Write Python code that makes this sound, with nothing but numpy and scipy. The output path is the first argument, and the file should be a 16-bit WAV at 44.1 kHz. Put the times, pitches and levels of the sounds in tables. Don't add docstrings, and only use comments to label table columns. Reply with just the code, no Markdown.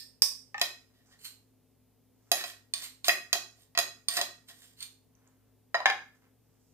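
import sys
import numpy as np
from scipy import signal
from scipy.fft import rfft, irfft, next_fast_len
from scipy.io import wavfile

SR = 44100
rng = np.random.default_rng(int(sys.argv[2]) if len(sys.argv) > 2 else 0)


def gain_from_decibels(decibels):
    exponent = np.asarray(decibels, float) / 20
    return 10 ** exponent


def dump(signal):
    limited = np.clip(np.atleast_2d(signal).T, -1, 1)
    pcm = np.round(limited * 32767).astype(np.int16)
    wavfile.write(sys.argv[1], SR, pcm)


N = 296793
LEAD = SR // 5


def at_hz(points, hz):
    points = np.array(points)
    return np.interp(np.log(np.maximum(hz, 1)), np.log(points[:, 0]), points[:, 1])


def rms_one(x):
    return x / np.sqrt(np.mean(x ** 2) + 1e-20)


def band(x, low_hz, high_hz, order=2):
    return signal.sosfilt(signal.butter(order, [low_hz, high_hz], "band", fs=SR, output="sos"), x)


def two_ports(mid, side, alike):
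    alike = np.clip(alike, 0, 1)
    return np.sqrt(1 + alike) * mid + np.sqrt(1 - alike) * side * [[1], [-1]]


# pitch_hz [Hz], level_db [dB per Hz]
AIR = [(12, -52), (20, -13.5), (63, -14.5), (102, -15.5), (124, -11), (156, -4), (184, -11.5), (258, -5),
       (314, -15), (440, -10.5), (551, -16.5), (1430, -31), (8890, -31.5), (15200, -26.5), (16500, -51)]
AIR_DB = -64.5
# pitch_hz [Hz], likeness [1 = same]
LIKENESS = [(60, -0.03), (180, 0.5), (550, 0.2), (1650, 3), (4970, -0.5), (15000, -0.6)]
# pitch_hz [Hz], level_db [dB rms]
HUM = [(59.2, -82), (107.7, -73), (258.4, -76), (441.4, -86.5)]


def background():
    hz, t = np.arange(N // 2 + 1) * SR / N, np.arange(N) / SR
    mid, side = rfft(rng.standard_normal((2, N))) * gain_from_decibels(at_hz(AIR, hz))
    out = gain_from_decibels(AIR_DB - 4) * rms_one(irfft(two_ports(mid, side, at_hz(LIKENESS, hz)), N))
    slow = signal.butter(2, 4, fs=SR, output="sos")
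    for line_hz, level_db in HUM:
        waver = rms_one(signal.sosfiltfilt(slow, rng.standard_normal(N + SR))[SR // 2:][:N])
        phase = 2 * np.pi * line_hz * t + 1.3 * np.roll(waver, SR)
        tone = gain_from_decibels(level_db + 5.5 + 1.4 * waver) * np.sin(phase)
        out += tone * gain_from_decibels(np.array([[1.6], [-1.6]]))
    return out


# pitch_hz [Hz], t60_s [s]
KITCHEN = [(300, 0.45), (750, 0.28), (1500, 0.38), (3000, 0.31), (7000, 0.36), (14000, 0.27)]
KITCHEN_DB, FIRST_ECHO_S = -4.5, 0.00047


def kitchen():
    t = np.arange(SR // 2) / SR
    edges_hz = 100 * 2 ** np.arange(0, 7.6, .5)
    white, tail = rng.standard_normal((2, 2, len(t))), 0
    for k, (low, high) in enumerate(zip(edges_hz, edges_hz[1:])):
        centre_hz = np.sqrt(low * high)
        mid, side = band(white[k % 2], low, high)
        pair = two_ports(mid, side, at_hz([(500, .9), (1200, .7), (3000, 0)], centre_hz))
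        tail = tail + pair * gain_from_decibels(-60 * t / at_hz(KITCHEN, centre_hz))
    tail = tail * np.clip(t / FIRST_ECHO_S - .5, 0, 1)
    response = gain_from_decibels(KITCHEN_DB) * tail / np.sqrt(np.sum(tail ** 2) / 2)
    response[0, 4] += 1
    response[1, 0] += 1
    return response


# pitch_hz [Hz], left_minus_right_db [dB]
PORTS = [(60, 1), (200, 6), (600, 1), (1400, -1.5), (3000, 1.5), (5000, -7.5), (8000, -5.5), (11000, -8.5),
         (14500, -23)]


def at_ports(x):
    size = 2 * next_fast_len((len(x) + SR) // 2)
    half_db = at_hz(PORTS, np.arange(size // 2 + 1) * SR / size) / 2
    cepstrum = irfft(np.log(gain_from_decibels(half_db)), size)
    cepstrum[1:size // 2] *= 2
    cepstrum[size // 2 + 1:] = 0
    shade = np.exp(rfft(cepstrum) * [[1], [-1]])
    return irfft(rfft(x, size) * rfft(kitchen(), size) * shade, size)[:, LEAD:LEAD + N]


def grit(per_s, spread_db):
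    size_db = spread_db * np.minimum(rng.exponential(1, N), 3.5)
    sizes = gain_from_decibels(size_db) * rng.choice([-1, 1], N)
    return rms_one(sizes * (rng.random(N) < per_s / SR))


PRESS_DB_PER_S, LIFT_DB_PER_S, SLIDE_OFF_DB_PER_S, SETTLE_DB_PER_S = 2999.5, 447.5, 327.5, 291


def strokes(table, release_db_per_s):
    t = np.arange(N) / SR
    s, length, first_db, last_db, extra = np.transpose(table)[:, :, None]
    held_db = first_db + (last_db - first_db) * np.clip((t - s) / length, 0, 1)
    onset_db = PRESS_DB_PER_S * np.maximum(s - t, 0)
    release_db = release_db_per_s * np.maximum(t - s - length, 0)
    return gain_from_decibels(held_db - onset_db - release_db), extra[:, 0]


# start_s [s], length_s [s], first_db [dB], last_db [dB], brushing_over_shuffle_db [dB]
RUSTLE = [
    (0.9, 0.034, -72, -88, -7),
    (1.06, 0.072, -72.5, -70, -.5),
    (2.14, 0.16, -89, -75, -2),
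    (5.1, 0.16, -88, -72.5, -14),
    (5.27, 0.24, -79.5, -83.5, -13.5),
    (6.15, 0.051, -70, -87, -4),
    (6.22, 0.042, -69, -72.5, -15),
    (6.4, 0.17, -92, -81, -1),
    (6.6, .13, -95, -95, 14),
]


def rustle():
    shuffle, brush_db = strokes(RUSTLE, SETTLE_DB_PER_S)
    low_gain, high_gain = shuffle.sum(axis=0), gain_from_decibels(brush_db) @ shuffle
    low = low_gain * rms_one(band(grit(560, 2.4), 390, 1900))
    return low + high_gain * rms_one(band(grit(3000, 1.6), 4900, 8000))


def ring(clicks, hz, t60):
    r, w = gain_from_decibels(-60 / (t60 * SR)), 2 * np.pi * hz / SR
    return signal.lfilter([0, np.sin(w)], [1, -2 * r * np.cos(w), r * r], clicks + 1e-18)


def resonate(clicks, modes):
    return sum(gain_from_decibels(db) * ring(clicks, hz, t60) for hz, db, t60 in modes)


# start_s [s], level_db [dB peak], pitch_hz [Hz], t60_s [s]
TICKS = [
    (5.1518, -56.5, 6100, 0.016),
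    (5.2751, -54, 6800, 0.0091),
    (5.2769, -57, 8000, .006),
]


def ticks():
    out = np.zeros(N)
    for s, peak_db, hz, t60 in TICKS:
        click = np.zeros(N)
        click[round(s * SR)] = gain_from_decibels(peak_db)
        out += ring(click, hz, t60)
    return out


# start_s [s], length_s [s], first_db [dB], last_db [dB], height [0 base - 1 rim]
DRAG = [(0.94, 0.11, -73.5, -77, 0.35), (1.05, .08, -102, -61, 0.33), (2.33, 0.084, -42, -41, 0.32),
        (2.45, 0.057, -45.5, -47.5, 0.59), (2.745, 0.065, -47.5, -46.5, 0.64), (2.82, .045, -45, -51, .7),
        (3.05, 0.038, -37.5, -36, 0.77), (3.56, 0.069, -72, -62, .8), (4.09, .065, -42, -35.5, 0.64),
        (4.17, 0.044, -25.5, -49.5, 0.32), (4.47, 0.02, -71, -47.5, 0.69), (4.5, .04, -55, -86, 0.18),
        (4.54, 0.06, -68.5, -59, .8), (4.62, 0.12, -56, -70.5, 0.74)]
# start_s [s], length_s [s], first_db [dB], last_db [dB], edge_over_bowl_db [dB]
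SLIDE = [
    (1.19, 0.069, -63.5, -49, 0),
    (1.24, 0.0062, -63, -41, -1.9),
    (2.815, 0.029, -56.5, -41.5, -3),
    (2.837, 0.018, -41, -55, -3.1),
    (4.77, 0.055, -61.5, -42.5, -2.8),
]
# mid_height_db [dB], change_base_to_rim_db [dB]
DRAG_REACH = [(-10, -23.5), (-2.5, -29.5), (1, -5.3), (-2.95, 12)]
# pitch_hz [Hz], level_db [dB], t60_s [s]
WALL_PRESSED = [(1888, 2.5, 0.091), (1800, -3, .035), (2320, -6.5, 0.024), (4020, -4, 0.075),
                (4700, -10.5, 0.029)]
# pitch_hz [Hz], level_db [dB], t60_s [s]
RIM_PRESSED = [(1740, -19, 0.0044), (2600, -17.5, 0.0045), (3360, -4, .005), (3800, 3.5, 0.005),
               (4500, -0.5, 0.0053), (5160, -1.5, 0.0043)]
# pitch_hz [Hz], level_db [dB], t60_s [s]
EDGE_PRESSED = [(7140, 0.5, 0.0023), (8460, 2, 0.006), (7480, -6, 0.018), (8800, -9.5, 0.01),
                (10200, 6, 0.0011), (11600, -3.5, 0.0052), (14000, -6.5, .0015)]
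# pitch_hz [Hz], level_db [dB], t60_s [s]
SPOON_SLIDING = [(1647, -22, 0.0035), (2467, -7, 0.00043), (3120, 5.5, 0.0046), (3880, -3, .003),
                 (4180, 10, 0.0083)]


def drag():
    out = np.zeros(N)
    clumps = gain_from_decibels(1.8 * rms_one(band(rng.standard_normal(N), 28, 120)))
    # (modes, slips per s, lowest Hz radiated, share of clumping)
    bodies = ((CAN[:3], 900, 280, .9), (WALL_PRESSED, 1500, 1100, .9), (RIM_PRESSED, 2500, 1300, .9),
              (EDGE_PRESSED, 4000, 5000, .9), (SPOON_SLIDING, 4000, 1200, .3), (EDGE_PRESSED, 5000, 5500, .3))
    pressure, place = strokes(DRAG, LIFT_DB_PER_S)
    sliding, edge_db = strokes(SLIDE, SLIDE_OFF_DB_PER_S)
    drive = [gain_from_decibels(mid_db + change_db * (place - .5)) @ pressure for mid_db, change_db in DRAG_REACH]
    drive += [sliding.sum(axis=0), gain_from_decibels(edge_db) @ sliding]
    for gain, (modes, per_s, low_hz, share) in zip(drive, bodies):
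        slips = clumps ** share * grit(per_s, 2.8)
        scale = np.std(resonate(slips[:SR], modes))
        out += gain_from_decibels(-3.0) / scale * band(resonate(gain * slips, modes), low_hz, 16000)
    return out


ZONES_HZ = [700, 2100, 4600, 10000]
# pitch_hz [Hz], t60_s [s]
GRIP = [(700, .15), (2000, .09), (4000, .04), (12000, .025)]
# pitch_hz [Hz], level_db [dB]
CLATTER = [(450, -2), (1000, -8), (2500, -2), (8000, -5), (15500, 0.5)]
CLATTER_DAMPING = .35


def blows(table, modes, ring_db, clatter_db, clatter_t60, upper_db, split=0.011, held=True):
    out, t = np.zeros(N + SR), np.arange(SR // 4) / SR
    hz, level_db, t60 = np.transpose(modes)
    t60 = np.minimum(t60, at_hz(GRIP, hz)) if held else t60
    count = len(hz)
    luck = rng.standard_normal((len(table), 3, 2 * count + 170))
    small_hz = np.geomspace(560, 15500, 170)
    small_t60 = clatter_t60 * (2000 / small_hz) ** CLATTER_DAMPING
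    level_db = np.concatenate([level_db + ring_db, level_db + ring_db, clatter_db + at_hz(CLATTER, small_hz)])
    t60 = np.concatenate([t60, t60, small_t60])
    spread = np.concatenate([np.full(count, .005), np.full(count + 170, split)])
    hz = np.concatenate([hz, hz, small_hz])
    decay = np.exp(-np.log(1000) * t / t60[:, None])
    octaves_up = np.log2(np.maximum(ZONES_HZ, ZONES_HZ[1]) / ZONES_HZ[1])
    for (s, peak_db, base_db, hard_db), (shift, strength, phase) in zip(table, luck):
        zones_db = hard_db * octaves_up + [base_db, 0, upper_db, 0]
        colour_db = at_hz(np.transpose([ZONES_HZ, zones_db]), hz)
        height = gain_from_decibels(peak_db + colour_db + level_db + 1.8 * strength)
        phase[:3] = 0
        phase[count:2 * count] = phase[:count]
        shifted_hz = hz * (1 + spread * shift)
        sound = height @ (decay * np.sin(2 * np.pi * (shifted_hz[:, None] * t + phase[:, None])))
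        at = round(s * SR) + LEAD
        out[at:at + len(t)] += sound * np.minimum(t / 0.00057, 1)
    return out[:N + LEAD]


# start_s [s], level_db [dB], base_db [dB], hardness_db [dB per octave]
TOUCHDOWN = [
    (5.744, -27, 9, -10.5),
    (5.75, -30, 2.2, -7),
    (5.803, -42, 16, -7),
]
# pitch_hz [Hz], level_db [dB], t60_s [s]
CAN_TILTED = [(217, -34, 0.049), (288, -27.5, 0.033), (703, -5, 0.08), (1000, -4, .04), (1380, -2.5, 0.026),
              (1871, 0.5, 0.17), (2437, -9.5, 0.023), (3960, 2.5, 0.046), (4910, 1, 0.04),
              (6800, -6, 0.044)]


def touchdown():
    sound = blows(TOUCHDOWN, CAN_TILTED, ring_db=-0.5, clatter_db=-6, clatter_t60=0.022, upper_db=2.8)
    return band(sound, 630, 12000)


# start_s [s], level_db [dB], base_db [dB], hardness_db [dB per octave]
BOARD_BLOWS = [
    (5.857, -9.5, -12, -7),
    (5.864, -24, -11, -4.3),
    (5.9, -19.5, -9.5, -5),
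    (5.917, -34, -11, -28),
]
# pitch_hz [Hz], level_db [dB], t60_s [s]
CAN_ON_BOARD = [(200, -19, 0.05), (314.6, -14.5, 0.031), (738, -8, 0.24), (795, 4, 0.065),
                (900, 9.5, 0.013), (1064, -3, 0.052), (1748, -7, 0.15), (1658, -2, 0.05), (2397, -9, 0.065),
                (3287, -1.5, 0.03), (3750, -3.5, 0.03), (4890, -11.5, 0.14), (6570, -3.5, 0.021),
                (9250, -24, 0.014)]


def board_blows():
    sound = blows(BOARD_BLOWS, CAN_ON_BOARD, ring_db=-7.0, clatter_db=-9.5, clatter_t60=0.022,
                  upper_db=-1.5, held=False)
    return band(sound, 330, 7400)


# start_s [s], level_db [dB], base_db [dB], hardness_db [dB per octave]
CLINK = [
    (-.11, -26, -33.5, 5),
    (.2205, -27, -5.5, 7.5),
]
# pitch_hz [Hz], level_db [dB], t60_s [s]
SPOON_EDGE = [(1104, -2.5, 0.05), (1820, 0.5, 0.016), (2540, -11, 0.054), (3470, -14.5, 0.033),
              (4840, -6.5, 0.006), (5170, 14, .005), (5550, -7, 0.01), (7900, -20.5, 0.018),
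              (8600, -3, 0.02), (8900, 4, 0.0026), (9580, -7, 0.017), (10070, -9, 0.018),
              (12700, 3.5, .004), (12600, -14, 0.006)]


def clink():
    return blows(CLINK, SPOON_EDGE, ring_db=-6.5, clatter_db=-13.5, clatter_t60=0.023, upper_db=12, split=0.01)


# start_s [s], level_db [dB], base_db [dB], hardness_db [dB per octave]
RIM_BLOWS = [
    (2.7368, -39.5, -18, 1),
    (3.044, -41.5, -16.5, -4.1),
    (3.5857, -87.5, 16, -1),
    (4.0844, -40, -9.5, 4.5),
    (4.805, -57.5, -33, 0.5),
    (4.8262, -51, -35, 2),
]
# pitch_hz [Hz], level_db [dB], t60_s [s]
RIM = [(690, 2, 0.042), (1126, -2.5, 0.12), (1870, -8.5, 0.058), (2410, -10.5, 0.09), (3580, 0, 0.013),
       (4390, -3, 0.021), (6940, -9.5, .025), (6260, -10.5, 0.025), (8800, 5, 0.054), (8482, -14, 0.057),
       (8300, -4.5, 0.0067), (10930, -4.5, 0.014), (13400, -12, 0.0085)]


def rim_blows():
    return blows(RIM_BLOWS, RIM, ring_db=1.5, clatter_db=-12, clatter_t60=0.042, upper_db=18)


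# start_s [s], level_db [dB], base_db [dB], hardness_db [dB per octave]
SOFT_KNOCKS = [
    (-.03, -35, -27, -16.5),
    (0.544, -25, 9, -11),
    (0.58, -26.5, -2.5, -4.5),
    (0.596, -37, -13, 3),
]
# pitch_hz [Hz], level_db [dB], t60_s [s]
CAN_PRESSED = [(819, -6.5, 0.16), (1264, -9, 0.076), (1803, 0, 0.14), (2550, -2, 0.017), (4000, -17, 0.012),
               (5750, -11, 0.019), (7360, -11, .03)]


def soft_knocks():
    sound = blows(SOFT_KNOCKS, CAN_PRESSED, ring_db=-12, clatter_db=-26.5, clatter_t60=0.024, upper_db=13.5)
    return band(sound, 650, 15000)


# start_s [s], level_db [dB], base_db [dB, share of the base], hardness_db [dB per octave above wall]
CAN_BLOWS = [(0.614, -19, -4.5, -0.5), (2.316, -24, 7.5, 5), (2.439, -33.5, 1, -.4),
             (3.082, -24.5, 10, 4.5), (3.093, -8, -31.5, -17.5), (3.329, -19.5, -6, .6),
             (3.351, -38.5, 14.5, -9.5), (3.75, -35, -8, -7.5), (3.775, -18, -6, -2.5),
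             (3.788, -22, 0.3, 2), (4.169, -29, -18, 0.6), (4.189, -31.5, 8, -17), (4.213, -27.5, 4, 1)]
# pitch_hz [Hz], level_db [dB], t60_s [s]
CAN = [(387, -18, 0.11), (700.8, -2, 0.11), (1126, 3, 0.012), (1450, -16.5, 0.04), (1893, -0.5, 0.14),
       (2531, -1.5, 0.14), (2616, -5.5, 0.022), (3290, -3.5, 0.04), (4020, -0.5, 0.03), (4968, -5, 0.034),
       (5550, -11.5, 0.084), (6525, -3, 0.036), (6800, -7, 0.079), (7520, -4, 0.0086), (8430, -5, 0.015),
       (9440, -9.5, 0.081), (10000, -17.5, .02), (10460, -9.5, 0.075), (11300, -4.5, 0.058)]


def can_blows():
    return blows(CAN_BLOWS, CAN, ring_db=-8.5, clatter_db=-21.5, clatter_t60=0.062, upper_db=9.5)


def scene():
    near = np.append(np.zeros(LEAD), rustle() + ticks() + drag())
    near += touchdown() + board_blows()
    near += clink() + rim_blows() + soft_knocks() + can_blows()
    return background() + at_ports(band(near, 140, 15300, order=4))


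def roll_off(x):
    return signal.sosfilt(signal.butter(12, 16830, fs=SR, output="sos"), x)


def record(dry):
    rounded = 0.74 * np.tanh(dry / 0.92)
    mix = signal.sosfilt(signal.cheby2(10, 50, 16400, fs=SR, output="sos"), rounded)
    return roll_off(mix)


dry = scene()
out = record(dry)
dump(out)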